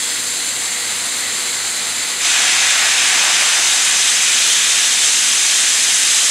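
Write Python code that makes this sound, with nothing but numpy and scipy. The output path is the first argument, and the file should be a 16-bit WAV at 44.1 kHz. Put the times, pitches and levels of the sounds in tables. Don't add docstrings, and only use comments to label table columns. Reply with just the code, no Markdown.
import sys
import numpy as np
from scipy import signal
from scipy.fft import rfft, irfft, next_fast_len
from scipy.io import wavfile

SR = 44100
rng = np.random.default_rng(int(sys.argv[2]) if len(sys.argv) > 2 else 0)


def to_wav(sig):
    pcm = np.clip(np.atleast_2d(sig), -1, 1) * 32767
    pcm = np.round(pcm).astype(np.int16)
    wavfile.write(sys.argv[1], SR, pcm.T)


N = 277830

# pitch_hz, relative_level_db_per_hz
RUMBLE_SPECTRUM = [(15, -12), (30, -5), (60, -3), (90, -10), (135, 4.5), (200, -3), (290, 11.5), (420, -18),
                   (700, -32)]
# pitch_hz, level_db (rms, before MACHINERY_DB), pitch_wander_hz
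MOTOR_TONES = [(74, -69, 2.0), (97.1, -57, .12), (100.0, -59, .12), (133, -65, 2.0), (181, -67, 2.0),
               (195, -67, 2.0), (485.5, -49.5, .6)]

# pitch_hz, relative_level_db_per_hz
LEAK_SPECTRUM = [(60, -37), (200, -10), (600, -10.5), (1200, -7), (1900, -2.5), (2800, -4), (4400, 0),
                 (5500, -7.5), (6300, -0.2), (7500, 0.5), (9500, -4), (11500, -14), (14300, -21.5),
                 (15500, -29)]
COCK_SPECTRUM = [(60, -55), (200, -37), (500, -31), (750, -17), (1200, -10.5), (1800, -2), (3200, -2.5),
                 (4500, -5.5), (6000, 0.5), (7400, 0), (9000, -10.5), (11000, -16), (12500, -30),
                 (15500, -41)]
RUSH_SPECTRUM = [(120, -35), (330, -10), (560, -9.5), (740, 0), (1100, -1.5), (1600, 1.5), (3000, -30)]

# pitch_hz, width_hz, boost_db
LEAK_RESONANCES = [(730, 58, 1.5), (1995, 89, 2), (2100, 250, 2), (4030, 127, 2.5), (6900, 100, -0.5),
                   (7190, 130, 7.5), (7530, 210, 4), (9400, 64, 3)]
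COCK_RESONANCES = [(743, 135, 4.5), (1169, 12, 8.4), (1480, 126, 2.5), (1694, 14, 7.4), (2225, 28, 3.8),
                   (2386, 88, 2.9), (2551, 115, 2.9), (2851, 12, 4.9), (2902, 53, 4.9), (3220, 135, 3.9),
                   (3560, 35, 6.2), (3647, 164, 4.1), (3820, 23, 6.5), (4174, 29, 6.1), (4920, 31, 5.0),
                   (5003, 18, 5.2), (5205, 27, 3.7), (5866, 51, 5.8), (5967, 68, 2.5), (6659, 87, 2.7),
                   (6959, 23, 5.8), (7011, 29, 5.6), (7929, 95, 3.7), (8660, 92, 6.1), (8929, 170, 6.0),
                   (9055, 106, 4.2), (9638, 79, 5.8), (9979, 15, 4.9), (10082, 255, 4.5), (10782, 68, 5.2)]
RUSH_RESONANCES = [(341, 11, 9), (597, 7.9, 6), (670, 9, 6), (694, 12, 5.2), (742, 14, 4)]

# pitch_hz, change_db_per_db_of_wetness
WET_COLOUR = [(250, -1), (800, 1.16), (1500, 1.0), (2300, 0.97), (3400, 0.1), (5000, 0.3), (7500, -0.42),
              (10500, -0.46), (14000, -0.7)]

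# middle_s, length_s, peak_level_db (before the lumpiness)
WATER_SLUGS = [(2.42, 0.15, -35), (2.81, 0.19, -37), (3.196, 0.43, -33.5), (3.595, 0.3, -44)]
# middle_s, length_s, pitch_hz, width_hz,
# level_db (rms before the swell)
WHISTLES = [(0.03, 0.3, 3410, 70, -33), (0.08, 0.4, 5030, 250, -34), (0.397, 0.18, 4360, 60, -32),
            (0.42, 0.2, 7140, 150, -39), (0.8, 0.48, 2070, 110, -36), (1.274, 0.25, 1990, 110, -33),
            (1.6, 0.35, 4020, 200, -35), (2.6, 0.35, 2550, 140, -28), (2.785, 0.19, 710, 80, -37.5),
            (2.83, 0.25, 2010, 200, -29), (3.46, 0.24, 2480, 130, -25.5), (4.35, 0.46, 2500, 300, -24.5),
            (4.53, 0.35, 3220, 200, -23.5), (4.6, 0.7, 3650, 220, -26.5), (5.04, 0.2, 3580, 110, -25),
            (5.85, 0.87, 1810, 90, -38)]

# pitch_hz, width_hz, change_db
PORT_NOTCHES = [(5700, 135, -15), (6920, 190, -8), (15000, 200, -6)]

MACHINERY_DB, RUMBLE_DB = 0.4, -52
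FADE_S, FADING_S, FADE_DB = 3.1, 1.0, 3.5

LEAK_DB, LEAK_SAG_DB_PER_S = -19.5, 0.4
LEAK_WET_DB, LEAK_WETTING_DB_PER_S, LEAK_DRYING_DB_PER_S = 1.5, 1.14, 0.07

RUSH_CREST_S, RUSH_DB, RUSH_RISE_DB_PER_S, RUSH_FALL_DB_PER_S = 3.46, -31.5, 5.5, 9.5

OPEN_S, OPENING_S = 2.18, 0.079
COCK_DB, COCK_GROWTH_DB_PER_S = -14.5, 0.31
WATER_ARRIVES_S, WATER_HOLD_S, WATER_RUNS_OUT_S = 0.28, 1.03, 0.23
COCK_WET_DB, WATER_WET_DB, DRYING_DB_PER_S = 0.0, 3, 1.24

CUTOFF_HZ = 15650
TIME = np.arange(N) / SR
SIZE = next_fast_len(N, real=True)
BIN_HZ = np.maximum(np.arange(SIZE // 2 + 1) * SR / SIZE, 1)


def from_db(db):
    return 10 ** (np.asarray(db) / 20)


def rms_one(x):
    return x / np.sqrt(np.mean(x ** 2) + 1e-20)


def ramp(start, length):
    return np.clip((TIME - start) / length, 0, 1)


def swell(middle, length):
    return np.cos(np.pi * np.clip((TIME - middle) / length, -.5, .5))


def before_after(moment):
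    return np.maximum(moment - TIME, 0), np.maximum(TIME - moment, 0)


def drift(rate):
    step = 40
    r = np.exp(-2 * np.pi * rate * step / SR)
    noise = rng.standard_normal(N // step + 2002)
    slow = signal.lfilter([1], [1, -2 * r, r * r], noise)[2000:]
    return np.interp(np.arange(N) / step, np.arange(len(slow)), rms_one(slow))


def at_hz(points, hz):
    known_hz, values = np.transpose(points)
    return np.interp(np.log(hz), np.log(known_hz), values)


def resonances(modes):
    total_db = 0
    for hz, width, db in modes:
        total_db = total_db + db / (1 + (2 * (BIN_HZ - hz) / width) ** 2)
    return from_db(total_db)


def reflections(wall_db, t60):
    t = np.arange(SR // 2) / SR
    echoes = rng.standard_normal(len(t)) * from_db(-60 * t / t60) * (t > .006)
    echoes = echoes / np.linalg.norm(echoes)
    return np.abs(1 + from_db(wall_db) * rfft(echoes, SIZE))


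def turbulence(spectrum, gain=1):
    bins = rfft(rng.standard_normal(SIZE)) * from_db(at_hz(spectrum, BIN_HZ)) * gain
    return bins / np.std(irfft(bins, SIZE))


def steam(flow_db, wetness, spectrum, gain, surge_db, flutter_db, flutter_rate, count=11):
    bins = turbulence(spectrum, gain)
    centres = np.geomspace(400, 13000, count)
    jet = 0
    for hz, share in zip(centres, np.eye(count)):
        band_gain = np.interp(np.log(BIN_HZ), np.log(centres), share)
        band = irfft(bins * band_gain, SIZE)[:N]
        wet_db = wetness * at_hz(WET_COLOUR, hz)
        jet = jet + band * from_db(wet_db + flutter_db * drift(flutter_rate))
    return jet * from_db(flow_db + surge_db * drift(15))


def machinery(waver_db):
    sound = from_db(RUMBLE_DB) * irfft(turbulence(RUMBLE_SPECTRUM), SIZE)[:N]
    for hz, db, wander in MOTOR_TONES:
        cycles = np.cumsum(hz + wander * drift(4.8)) / SR + rng.random()
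        level = from_db(db + waver_db * drift(2.9))
        sound = sound + np.sqrt(2) * level * np.sin(2 * np.pi * cycles)
    return sound * from_db(MACHINERY_DB - FADE_DB * ramp(FADE_S, FADING_S))


def gland_leak():
    until_open, since_open = before_after(OPEN_S)
    flow_db = LEAK_DB - LEAK_SAG_DB_PER_S * since_open
    wetness = LEAK_WET_DB - LEAK_WETTING_DB_PER_S * until_open - LEAK_DRYING_DB_PER_S * since_open
    gain = resonances(LEAK_RESONANCES) * reflections(wall_db=-9.5, t60=0.41)
    return steam(flow_db, wetness, LEAK_SPECTRUM, gain,
                 surge_db=0.34, flutter_db=0.53, flutter_rate=27)


def whistles():
    sound = 0
    for middle, length, hz, width, db in WHISTLES:
        b, a = signal.iirpeak(hz, hz / width, fs=SR)
        tone = rms_one(signal.lfilter(b, a, rng.standard_normal(N)))
        sound = sound + from_db(db) * swell(middle, length) * tone
    return sound


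def condensate(lumpy_db):
    until_crest, since_crest = before_after(RUSH_CREST_S)
    stream = from_db(RUSH_DB - RUSH_RISE_DB_PER_S * until_crest - RUSH_FALL_DB_PER_S * since_crest)
    slugs = sum(from_db(db) * swell(middle, length) for middle, length, db in WATER_SLUGS)
    rush = irfft(turbulence(RUSH_SPECTRUM, resonances(RUSH_RESONANCES)), SIZE)[:N]
    lumps = from_db(lumpy_db * drift(25))
    return rush * ramp(OPEN_S, OPENING_S) * (stream + slugs) * lumps


def drain_cock():
    _, since_open = before_after(OPEN_S)
    water_in = ramp(OPEN_S, WATER_ARRIVES_S)
    water_out = ramp(OPEN_S + WATER_ARRIVES_S + WATER_HOLD_S, WATER_RUNS_OUT_S)
    wetness = COCK_WET_DB + WATER_WET_DB * (water_in - water_out) - DRYING_DB_PER_S * since_open
    flow_db = COCK_DB + COCK_GROWTH_DB_PER_S * since_open
    gain = resonances(COCK_RESONANCES) * reflections(wall_db=-9.0, t60=0.35)
    jet = steam(flow_db, wetness, COCK_SPECTRUM, gain,
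                surge_db=-0.09, flutter_db=0.7, flutter_rate=20)
    return ramp(OPEN_S, OPENING_S) * jet


def scene():
    background = machinery(waver_db=0.5) + gland_leak()
    sound = background + whistles() + condensate(lumpy_db=1.8) + drain_cock()
    return np.stack([sound, sound])


def record(dry):
    coloured = irfft(rfft(dry, SIZE) * resonances(PORT_NOTCHES), SIZE)[:, :N]
    low_pass = signal.ellip(12, .1, 90, CUTOFF_HZ, fs=SR, output="sos")
    return signal.sosfilt(low_pass, coloured)


dry = scene()
out = record(dry)
to_wav(out)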